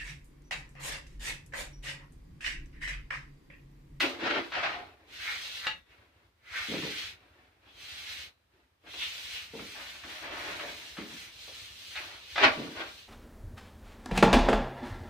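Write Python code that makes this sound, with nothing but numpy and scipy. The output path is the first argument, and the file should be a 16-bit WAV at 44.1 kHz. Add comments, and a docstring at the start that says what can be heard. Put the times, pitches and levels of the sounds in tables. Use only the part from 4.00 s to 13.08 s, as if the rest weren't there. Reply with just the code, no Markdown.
"""Bare block room, plastering: a steel trowel sweeps sandy wet mortar over the wall in hissing, rasping strokes.
A shovel scrapes, jabs and clanks on the gritty floor, a pan is dragged, wet clods flop down.
Far off, a slow single-cylinder engine thuds under a faint outdoor wash.
Friction is coloured random grains under motion envelopes; steel is ringing modes; clods are band-passed grains.
The walls add reflections; quiet pauses are turned down and the top is cut steeply."""
import sys
import numpy as np
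from scipy import signal
from scipy.fft import rfft, irfft, next_fast_len
from scipy.io import wavfile
from scipy.ndimage import uniform_filter1d

SR = 44100
rng = np.random.default_rng(int(sys.argv[2]) if len(sys.argv) > 2 else 0)


def to_wav(s):
    """Save 16-bit WAV."""
    ch = np.atleast_2d(s).T  # columns
    pcm = np.round(np.clip(ch, -1, 1) * 32767)  # PCM
    wavfile.write(sys.argv[1], SR, pcm.astype(np.int16))


N = 400428
TIME = np.arange(N) / SR


def from_db(db):
    """Decibels to gain."""
    return 10 ** (np.asarray(db) / 20)


def rms_one(x):
    """Scale to rms 1."""
    return x / np.sqrt(np.mean(x ** 2) + 1e-20)


def at_hz(points, hz, axis=1):
    """Read one table column on a log-frequency axis."""
    points = np.array(points)
    return np.interp(np.log(np.maximum(hz, 1)), np.log(points[:, 0]), points[:, axis])


def coloured(x, spectrum):
    """Filter a steady signal by a spectrum table; rms 1."""
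    gain = from_db(at_hz(spectrum, np.fft.rfftfreq(N, 1 / SR)))
    return rms_one(irfft(rfft(x) * gain, N))


def filtered(x, order, cutoff_hz, kind):
    """Butterworth filter."""
    return signal.sosfilt(signal.butter(order, cutoff_hz, kind, fs=SR, output="sos"), x)


def drift(knots_per_s):
    """Random wander of rms 1: straight lines between random knots."""
    knots = rng.standard_normal(8000)
    return rms_one(np.interp(TIME * knots_per_s, np.arange(len(knots)), knots))


def grains(per_s, spread_db):
    """Random clicks of uneven size and either sign; rms 1."""
    sizes = from_db(spread_db * np.minimum(rng.exponential(1, N), 4))
    signs = rng.choice([-1, 1], N)
    return rms_one(sizes * signs * (rng.random(N) < per_s / SR))


def fade(age_s, t60_s):
    """Exponential decay, 60 dB in t60_s."""
    return np.exp(-np.log(1000) * age_s / t60_s)


def ring(clicks, hz, t60_s):
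    """Two-pole resonator: a unit click starts a decaying sine of height about 1."""
    r, w = fade(1 / SR, t60_s), 2 * np.pi * hz / SR
    return signal.lfilter([0, np.sin(w)], [1, -2 * r * np.cos(w), r * r], clicks + 1e-18)


def burst(start_s, t60_s, rise_s):
    """Envelope that rises quickly and dies away, at most 1 s long."""
    out, first = np.zeros(N), max(int(start_s * SR), 0)
    age = TIME[:min(SR, N - first)]
    out[first:first + len(age)] = (1 - np.exp(-age / rise_s)) * fade(age, t60_s)
    return out


# room acoustics: f/Hz, left-right likeness/0-1, t60/s
ROOM_ACOUSTICS = [(99.8, 0.87, 0.64), (315, 0.93, 0.26), (593, 0.73, 0.25), (1200, 0.09, 0.19),
                  (4000, 0.01, 0.14), (14000, 0.11, 0.099)]


def wall_echoes(build_s=0.0031):
    """Dense reflection tail for one source position, alike on both sides only in the bass."""
    size = next_fast_len(SR // 2)
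    age, hz = TIME[:size], np.fft.rfftfreq(size, 1 / SR)
    mid, side = rfft(rng.standard_normal((2, size)))
    alike = np.clip(at_hz(ROOM_ACOUSTICS, hz), 0, 1)
    field = np.sqrt(1 + alike) * mid + np.sqrt(1 - alike) * side * [[1], [-1]]
    edges_hz, response = np.r_[0, np.geomspace(150, SR / 2, 8)], 0
    for low, high in zip(edges_hz, edges_hz[1:]):
        band = irfft(field * ((hz >= low) & (hz < high)), size)
        response = response + band * fade(age, at_hz(ROOM_ACOUSTICS, high, axis=2))
    built_up = response * (1 - np.exp(-age / build_s))
    # rough walls scatter all pitches about equally: keep the timing, level the colour
    scatter = np.exp(1j * np.angle(rfft(built_up)))
    return irfft(scatter, size)[:, :size // 2]


def room(x, direct_db, lag_s=0, moves_per_s=30, shift_db=20, count=4):
    """Direct sound plus reflections; with count > 1 their pattern shifts as the tool moves."""
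    shares = from_db([shift_db * drift(moves_per_s) for _ in range(count)])
    shares /= np.sqrt(np.sum(shares ** 2, axis=0))
    echoes = sum(signal.oaconvolve((x * share)[None], wall_echoes(), axes=1)[:, :N] for share in shares)
    # a source on the right reaches the left side later
    direct = np.array([np.interp(TIME - lag_s, TIME, x), x])
    direct_gain = from_db(direct_db)
    return (echoes + direct_gain * direct) / np.sqrt(1 + direct_gain ** 2)


# outdoor wash spectrum: f/Hz, relative level/dB
AIR_SPECTRUM = [(25, -44), (60, 7), (140, -4), (300, -6), (700, -9), (1600, -10.5), (4000, -16),
                (7000, -25.5), (15000, -28)]


def air(level_db=-64.5, width_hz=500):
    """Faint outdoor wash through the open doorway: coloured noise, wide only above the bass."""
    mid, side = coloured(rng.standard_normal((2, N)), AIR_SPECTRUM)
    side = filtered(side, 1, width_hz, "high")
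    return from_db(level_db) * (mid + side * [[1], [-1]])


FIRINGS_PER_S, FIRST_FIRING_S = 11.356, .043


def engine(level_db=-65.5, uneven_db=2.5, low_hz=52, high_hz=104, echo_db=-2.5, echo_t60_s=.3):
    """One exhaust puff per firing, blurred by outdoor echoes; only its bass carries this far."""
    firings = (np.arange(FIRST_FIRING_S, N / SR, 1 / FIRINGS_PER_S) * SR).astype(int)
    puffs = np.zeros(N)
    puffs[firings] = from_db(uneven_db * rng.standard_normal(len(firings)))
    tails = signal.lfilter([1], [1, -fade(1 / SR, echo_t60_s)], puffs)
    echoes = tails * rng.standard_normal(N)
    exhaust = rms_one(puffs) + from_db(echo_db) * rms_one(echoes)
    return from_db(level_db) * rms_one(filtered(exhaust, 3, [low_hz, high_hz], "band"))


def swelling(age_s, length_s, swell_db):
    """Gain that changes by swell_db over a movement, 0 dB at mid-way."""
    return from_db(swell_db * (np.clip(age_s / length_s, 0, 1) - .5))


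def slide(start_s, length_s, swell_db, settle_s, attack_s=0.022):
    """Floor push: quick start, steady swell or wane, then the grit settles."""
    age = TIME - start_s
    attack = np.clip(age / attack_s, 0, 1)
    settling = np.exp(-np.clip((age - length_s) / settle_s, 0, 20))
    return attack * swelling(age, length_s, swell_db) * settling


# loaded pan modes: f/Hz, relative level/dB, t60/s
PAN_MODES = [(345, -9, .08), (455, -12, .06), (615, 0, .11), (700, -5, .08), (900, -8, .05)]
# steel mortar pan pulled over the floor:
# t/s, length/s, level/dB, swell/dB, settling time constant/s, pitch ratio (higher when empty)
PAN_PULLS = [(0.582, 0.16, -48.5, 11, 0.076, 1.17), (6.21, 0.45, -49, -1.5, 0.12, 1.0)]


def pan():
    """Grit catching under the pan sets its damped bowl droning."""
    catches, out = grains(per_s=350, spread_db=0.0), np.zeros(N)
    for start_s, length_s, db, swell_db, settle_s, ratio in PAN_PULLS:
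        modes = [from_db(mode_db) * ring(catches, hz * ratio, t60_s) for hz, mode_db, t60_s in PAN_MODES]
        bowl = rms_one(sum(modes))
        out += from_db(db) * bowl * slide(start_s, length_s, swell_db, settle_s)
    return out


# wet mortar landing: t/s, level/dB (before gain_db), f/Hz, t60/s
MORTAR_CLODS = [(0.223, -32, 294, 0.083), (0.364, -32, 298, 0.091), (2.685, -34.5, 242, 0.36),
                (2.717, -33.5, 300, 0.32), (2.832, -34.5, 290, 0.24), (4.836, -49.5, 430, 0.075),
                (4.941, -38, 403, 0.034), (5.533, -37.5, 312, 0.25), (5.593, -47, 270, 0.37),
                (6.047, -46, 343, 0.17), (6.621, -40.5, 472, 0.28), (6.976, -36.5, 248.6, 0.35),
                (7.121, -45.5, 231.4, 0.13), (7.477, -43, 495, 0.08), (8.44, -48, 293, 0.075),
                (8.571, -35, 277, 0.59)]


def mortar(gain_db=0.5, width_ratio=1.566):
    """A clod lands as a cluster of soft, dull plops: band-passed grains."""
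    plops, out = grains(per_s=2300, spread_db=3.0), np.zeros(N)
    for start_s, db, hz, t60_s in MORTAR_CLODS:
        envelope = burst(start_s, t60_s, rise_s=0.0024)
        thud = filtered(plops + 1e-18, 2, [hz / width_ratio, hz * width_ratio], "band")
        thud /= np.sqrt(np.average(thud ** 2, weights=envelope ** 2))
        out += from_db(db + gain_db) * envelope * thud
    return out


# shovel blade modes: f/Hz, relative level/dB, t60/s
BLADE_MODES = [(865, -8, .11), (1281, -8, .12), (1701, -7, .11), (1965, -7, .14), (2660, -7, .17),
               (2790, -7, .13), (2865, -4, .14), (3521, -10, .13), (3800, -8, .08), (4150, -7, .05),
               (4613, -16, .11)]
# impact noise spectrum: f/Hz, relative level/dB
CRACK_SPECTRUM = [(300, -22), (800, -12.5), (2000, 2.5), (4100, -3), (5200, -13.5), (7000, -21),
                  (11000, -43), (15000, -53)]
# blade striking the floor: t/s, level/dB (of the crack; ringing adds mode level and ring_db)
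BLADE_CLANKS = [(1.668, -21), (7.956, -33.5)]
REBOUND_SPACING_S, REBOUND_DB = 0.018, -14  # spacing varies by up to 20 %


def shovel_clank(ring_db=-3.5, crack_t60_s=0.038, count=4):
    """Each contact and its rebounds crack on the concrete and ring the blade."""
    contacts = []
    for start_s, db in BLADE_CLANKS:
        for k in range(count):
            delay_s = k * REBOUND_SPACING_S * rng.uniform(.8, 1.2)
            contacts.append((start_s + delay_s, db + REBOUND_DB * (k > 0)))
    times_s, levels_db = np.transpose(contacts)
    cracks = sum(from_db(db) * burst(t, crack_t60_s, rise_s=0.00029) for t, db in contacts)
    out = coloured(rng.standard_normal(N), CRACK_SPECTRUM) * cracks
    for hz, mode_db, t60_s in BLADE_MODES:
        clicks = np.zeros(N)
        signs = rng.choice([-1, 1], len(times_s))
        clicks[(times_s * SR).astype(int)] = from_db(levels_db + mode_db + ring_db) * signs
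        out += ring(clicks, hz, t60_s)
    return out


# crushed stones spectrum: f/Hz, relative level/dB
GRIT_SPECTRUM = [(40, -25), (120, -11.5), (350, -22.5), (620, 4), (1000, 1), (1350, 4.5), (2200, 3.5),
                 (3000, 0), (4200, -6), (5200, -13.5), (7000, -26.5), (10000, -43), (15000, -63.5)]
# shovel jabbing into grit: t/s, level/dB, t60/s
SHOVEL_JABS = [(0.004, -21, 0.04), (0.233, -34, .1), (0.52, -31.5, 0.077), (0.663, -33, 0.26),
               (2.736, -39, .15), (2.824, -39, 0.18), (4.9401, -32.5, 0.016), (5.594, -40, 0.065),
               (6.036, -39, 0.11), (6.592, -31, .05), (6.969, -39.5, 0.32), (7.958, -41, 0.11),
               (8.357, -26, 0.16), (8.379, -21.5, 0.055), (8.435, -20.5, 0.18)]


def shovel_jabs():
    """Each thrust crushes many small stones at once: bursts of coloured grains."""
    crunch = coloured(grains(per_s=4700, spread_db=-1.5), GRIT_SPECTRUM)
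    return crunch * sum(from_db(db) * burst(t, t60_s, rise_s=0.00039) for t, db, t60_s in SHOVEL_JABS)


# rumble spectrum of the shovel's load: f/Hz, relative level/dB
LOAD_SPECTRUM = [(35, -48), (110, -19.5), (190, -31.5), (265, 3), (350, 6), (430, -0.5), (600, -5),
                 (1200, -13.5), (4000, -50.5)]
# shovel pushes: t/s, length/s, grit level/dB (before grit_gain_db), load level/dB, swell/dB,
# settling time constant/s
SHOVEL_PUSHES = [(0, .11, -41.5, -39.5, -13, 0.092), (0.177, .19, -35, -38, 3, 0.033),
                 (0.508, 0.14, -36, -50, 2.5, 0.071), (0.834, .25, -69, -62, 4.5, 0.021),
                 (1.847, 0.41, -65.5, -66, -0.5, 0.017), (3.133, 0.28, -62, -64, -0.5, 0.3),
                 (3.648, 0.044, -62, -61, -12, 0.033), (4.501, 0.11, -67.5, -66, -3, .04),
                 (4.83, 0.07, -60, -66.5, -9, 0.042), (5.736, .11, -47.5, -59, -12.5, 0.12),
                 (6.03, 0.18, -55, -67, -1, 0.021), (6.198, 0.25, -44.5, -52, 7, 0.17),
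                 (7.068, 0.079, -58, -58.5, -13, 0.094), (7.474, 0.11, -69.5, -70, -2, 0.047),
                 (7.965, 0.18, -53, -63.5, -2, 0.029), (8.371, 0.075, -27.5, -32.5, 5.5, 0.026),
                 (8.535, 0.22, -55, -60, 7, .03), (8.747, 0.072, -40.5, -48, 1.5, 0.034)]


def shovel_scrape(grit_gain_db=3.0, slip_db=3.0, steel_db=-25.0):
    """The blade sticks and slips over stones, which crunch and ring it faintly; its load rumbles."""
    slip = from_db(slip_db * drift(knots_per_s=95))
    stones = grains(per_s=3000, spread_db=3.5)
    slides = np.array([slide(t, length_s, swell_db, settle_s)
                       for t, length_s, _, _, swell_db, settle_s in SHOVEL_PUSHES])
    grinding, weight = from_db(np.array(SHOVEL_PUSHES)[:, 2:4].T) @ slides
    steel = rms_one(sum(from_db(db) * ring(stones, hz, t60_s) for hz, db, t60_s in BLADE_MODES))
    crunch = rms_one(coloured(stones, GRIT_SPECTRUM) + from_db(steel_db) * steel)
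    load = coloured(grains(per_s=1900, spread_db=2.5), LOAD_SPECTRUM)
    return slip * (crunch * grinding * from_db(grit_gain_db) + load * weight)


def stroke(start_s, length_s, swell_db, speed_up_s=.24, slow_down_s=0.19):
    """Trowel speed: the arm gets going, sweeps on while swelling or waning, and comes to rest."""
    age = TIME - start_s
    ease_in = np.sin(np.pi / 2 * np.clip(age / speed_up_s, 0, 1))
    ease_out = np.sin(np.pi / 2 * np.clip((length_s - age) / slow_down_s, 0, 1))
    return (ease_in * ease_out) ** 2 * swelling(age, length_s, swell_db)


# sand hiss spectrum: f/Hz, relative level/dB
SAND_SPECTRUM = [(150, -26), (500, -16), (950, -15.5), (1500, -9), (2300, -2.5), (3000, 1.5), (4100, 0),
                 (5000, -7), (6200, -11), (7500, -18), (9800, -20.5), (11500, -28), (14500, -20),
                 (16000, -32.5)]
# blade rasp spectrum before pitch shift: f/Hz, relative level/dB
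RASP_SPECTRUM = [(300, -33), (700, -12.5), (1000, -12), (1550, 1), (1900, 5), (2400, 6.5), (3000, -5.5),
                 (4500, -22.5), (9000, -56)]
# trowel strokes: t/s, length/s, hiss level/dB, rasp level/dB (both before gains), wet film level/dB,
# swell/dB
TROWEL_STROKES = [(-.3, 0.52, -36, -43, -66, -31), (0.03, 0.86, -56, -75, -74, -5),
                  (1.02, 0.72, -44, -60, -58, 2.5), (2.44, 0.73, -41.5, -47.5, -70, 2),
                  (3.645, 0.68, -47, -54.5, -57, 10), (4.816, 0.72, -45.5, -52.5, -51.5, 0.5),
                  (5.384, 0.709, -50.5, -54, -54.5, 2), (5.93, 0.45, -48.5, -53, -54.5, -10),
                  (6.207, 0.63, -49, -49.5, -53.5, -2), (6.552, 0.72, -51.5, -61, -57, -9),
                  (6.991, 0.38, -48, -53, -51, -8), (7.2, 0.59, -49.5, -72, -56, 2),
                  (7.573, 0.6, -50, -74, -55, 4), (7.948, 0.36, -50.5, -71, -63, -7),
                  (8.135, 0.66, -48, -66, -61, -3), (8.539, 0.64, -53, -76, -59.5, -5.5)]
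# blade biting into the mortar: t of peak/s, level/dB (before gains), build-up and ease-off time constant/s,
# rasp pitch shift/octaves
TROWEL_BITES = [(0.01, -24, 0.02, 0.18), (1.28, -36, 0.062, -0.086), (1.654, -41, 0.034, -0.25),
                (1.915, -55.5, 0.023, 0.13), (2.57, -35.5, 0.045, -0.17), (3.685, -57, 0.027, .5),
                (4.885, -56, 0.023, 0.38), (5.022, -35, .04, .35), (5.36, -40.5, 0.036, .3),
                (7.971, -37.5, .018, 0.053)]
BITE_HISS_DB = -7  # a bite also drags more sand
TILT_S, FILM_HZ = .13, 6000  # pitch slide time constant; wet film sizzles above this


def trowel(hiss_gain_db=3.0, rasp_gain_db=3.0, judder_db=0.6):
    """Sand hisses, wet film sizzles; pressing harder makes the blade rasp, its pitch sliding with tilt."""
    judder = from_db(judder_db * drift(knots_per_s=55))
    speeds = np.array([stroke(t, length_s, swell_db) for t, length_s, _, _, _, swell_db in TROWEL_STROKES])
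    # overlapping strokes add in power
    stroke_gains = from_db(np.array(TROWEL_STROKES)[:, 2:5].T)
    sweep, pressure, wetness = np.sqrt(stroke_gains ** 2 @ speeds ** 2)
    bites = sum(from_db(db) * np.exp(-np.minimum(abs(TIME - t) / ease_s, 20))
                for t, db, ease_s, _ in TROWEL_BITES)
    tilt_octaves = sum(octaves * np.exp(-np.minimum(((TIME - t) / TILT_S) ** 2, 20))
                       for t, _, _, octaves in TROWEL_BITES)
    hiss = coloured(grains(per_s=9000, spread_db=5.5), SAND_SPECTRUM)
    hiss *= np.hypot(sweep, from_db(BITE_HISS_DB) * bites) * from_db(hiss_gain_db)
    sizzle = coloured(grains(per_s=4000, spread_db=3.5), SAND_SPECTRUM)
    film = rms_one(filtered(sizzle, 3, FILM_HZ, "high")) * wetness
    rasp = coloured(grains(per_s=2500, spread_db=4.0), RASP_SPECTRUM)
    # read faster or slower to slide the pitch
    rasp = np.interp(np.cumsum(2 ** tilt_octaves) % N, np.arange(N), rasp)
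    rasp *= np.hypot(pressure, bites) * from_db(rasp_gain_db)
    return (hiss + film + rasp) * judder


def scene():
    """The work is a few metres away, so most of the scraping arrives off the walls."""
    # balance columns: left/dB, right/dB
    wall = room(trowel(), direct_db=-9.0, lag_s=.00002, count=6) * from_db([[-.1], [.1]])
    floor = room(shovel_scrape(), direct_db=-14.0, count=4) * from_db([[.4], [-.4]])
    blows = room(shovel_jabs() + shovel_clank(), direct_db=-1.0, count=2) * from_db([[.4], [-.4]])
    material = room(mortar() + pan(), direct_db=-3.0, count=1)
    return wall + floor + blows + material + engine() + air()


def record(dry, threshold_db=-50.5, slope=1.0, depth_db=18.5, window_s=0.085, cutoff_hz=15500):
    """A noise suppressor turns the quiet pauses down; the top is cut steeply."""
    power = uniform_filter1d(np.mean(dry ** 2, axis=0), int(window_s * SR))
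    level_db = 10 * np.log10(power + 1e-12)
    cut_db = np.clip(slope * (threshold_db - level_db), 0, depth_db)
    low_pass = signal.ellip(12, .1, 80, cutoff_hz, fs=SR, output="sos")
    return signal.sosfilt(low_pass, dry * from_db(-cut_db))


dry = scene()
out = record(dry)
to_wav(out)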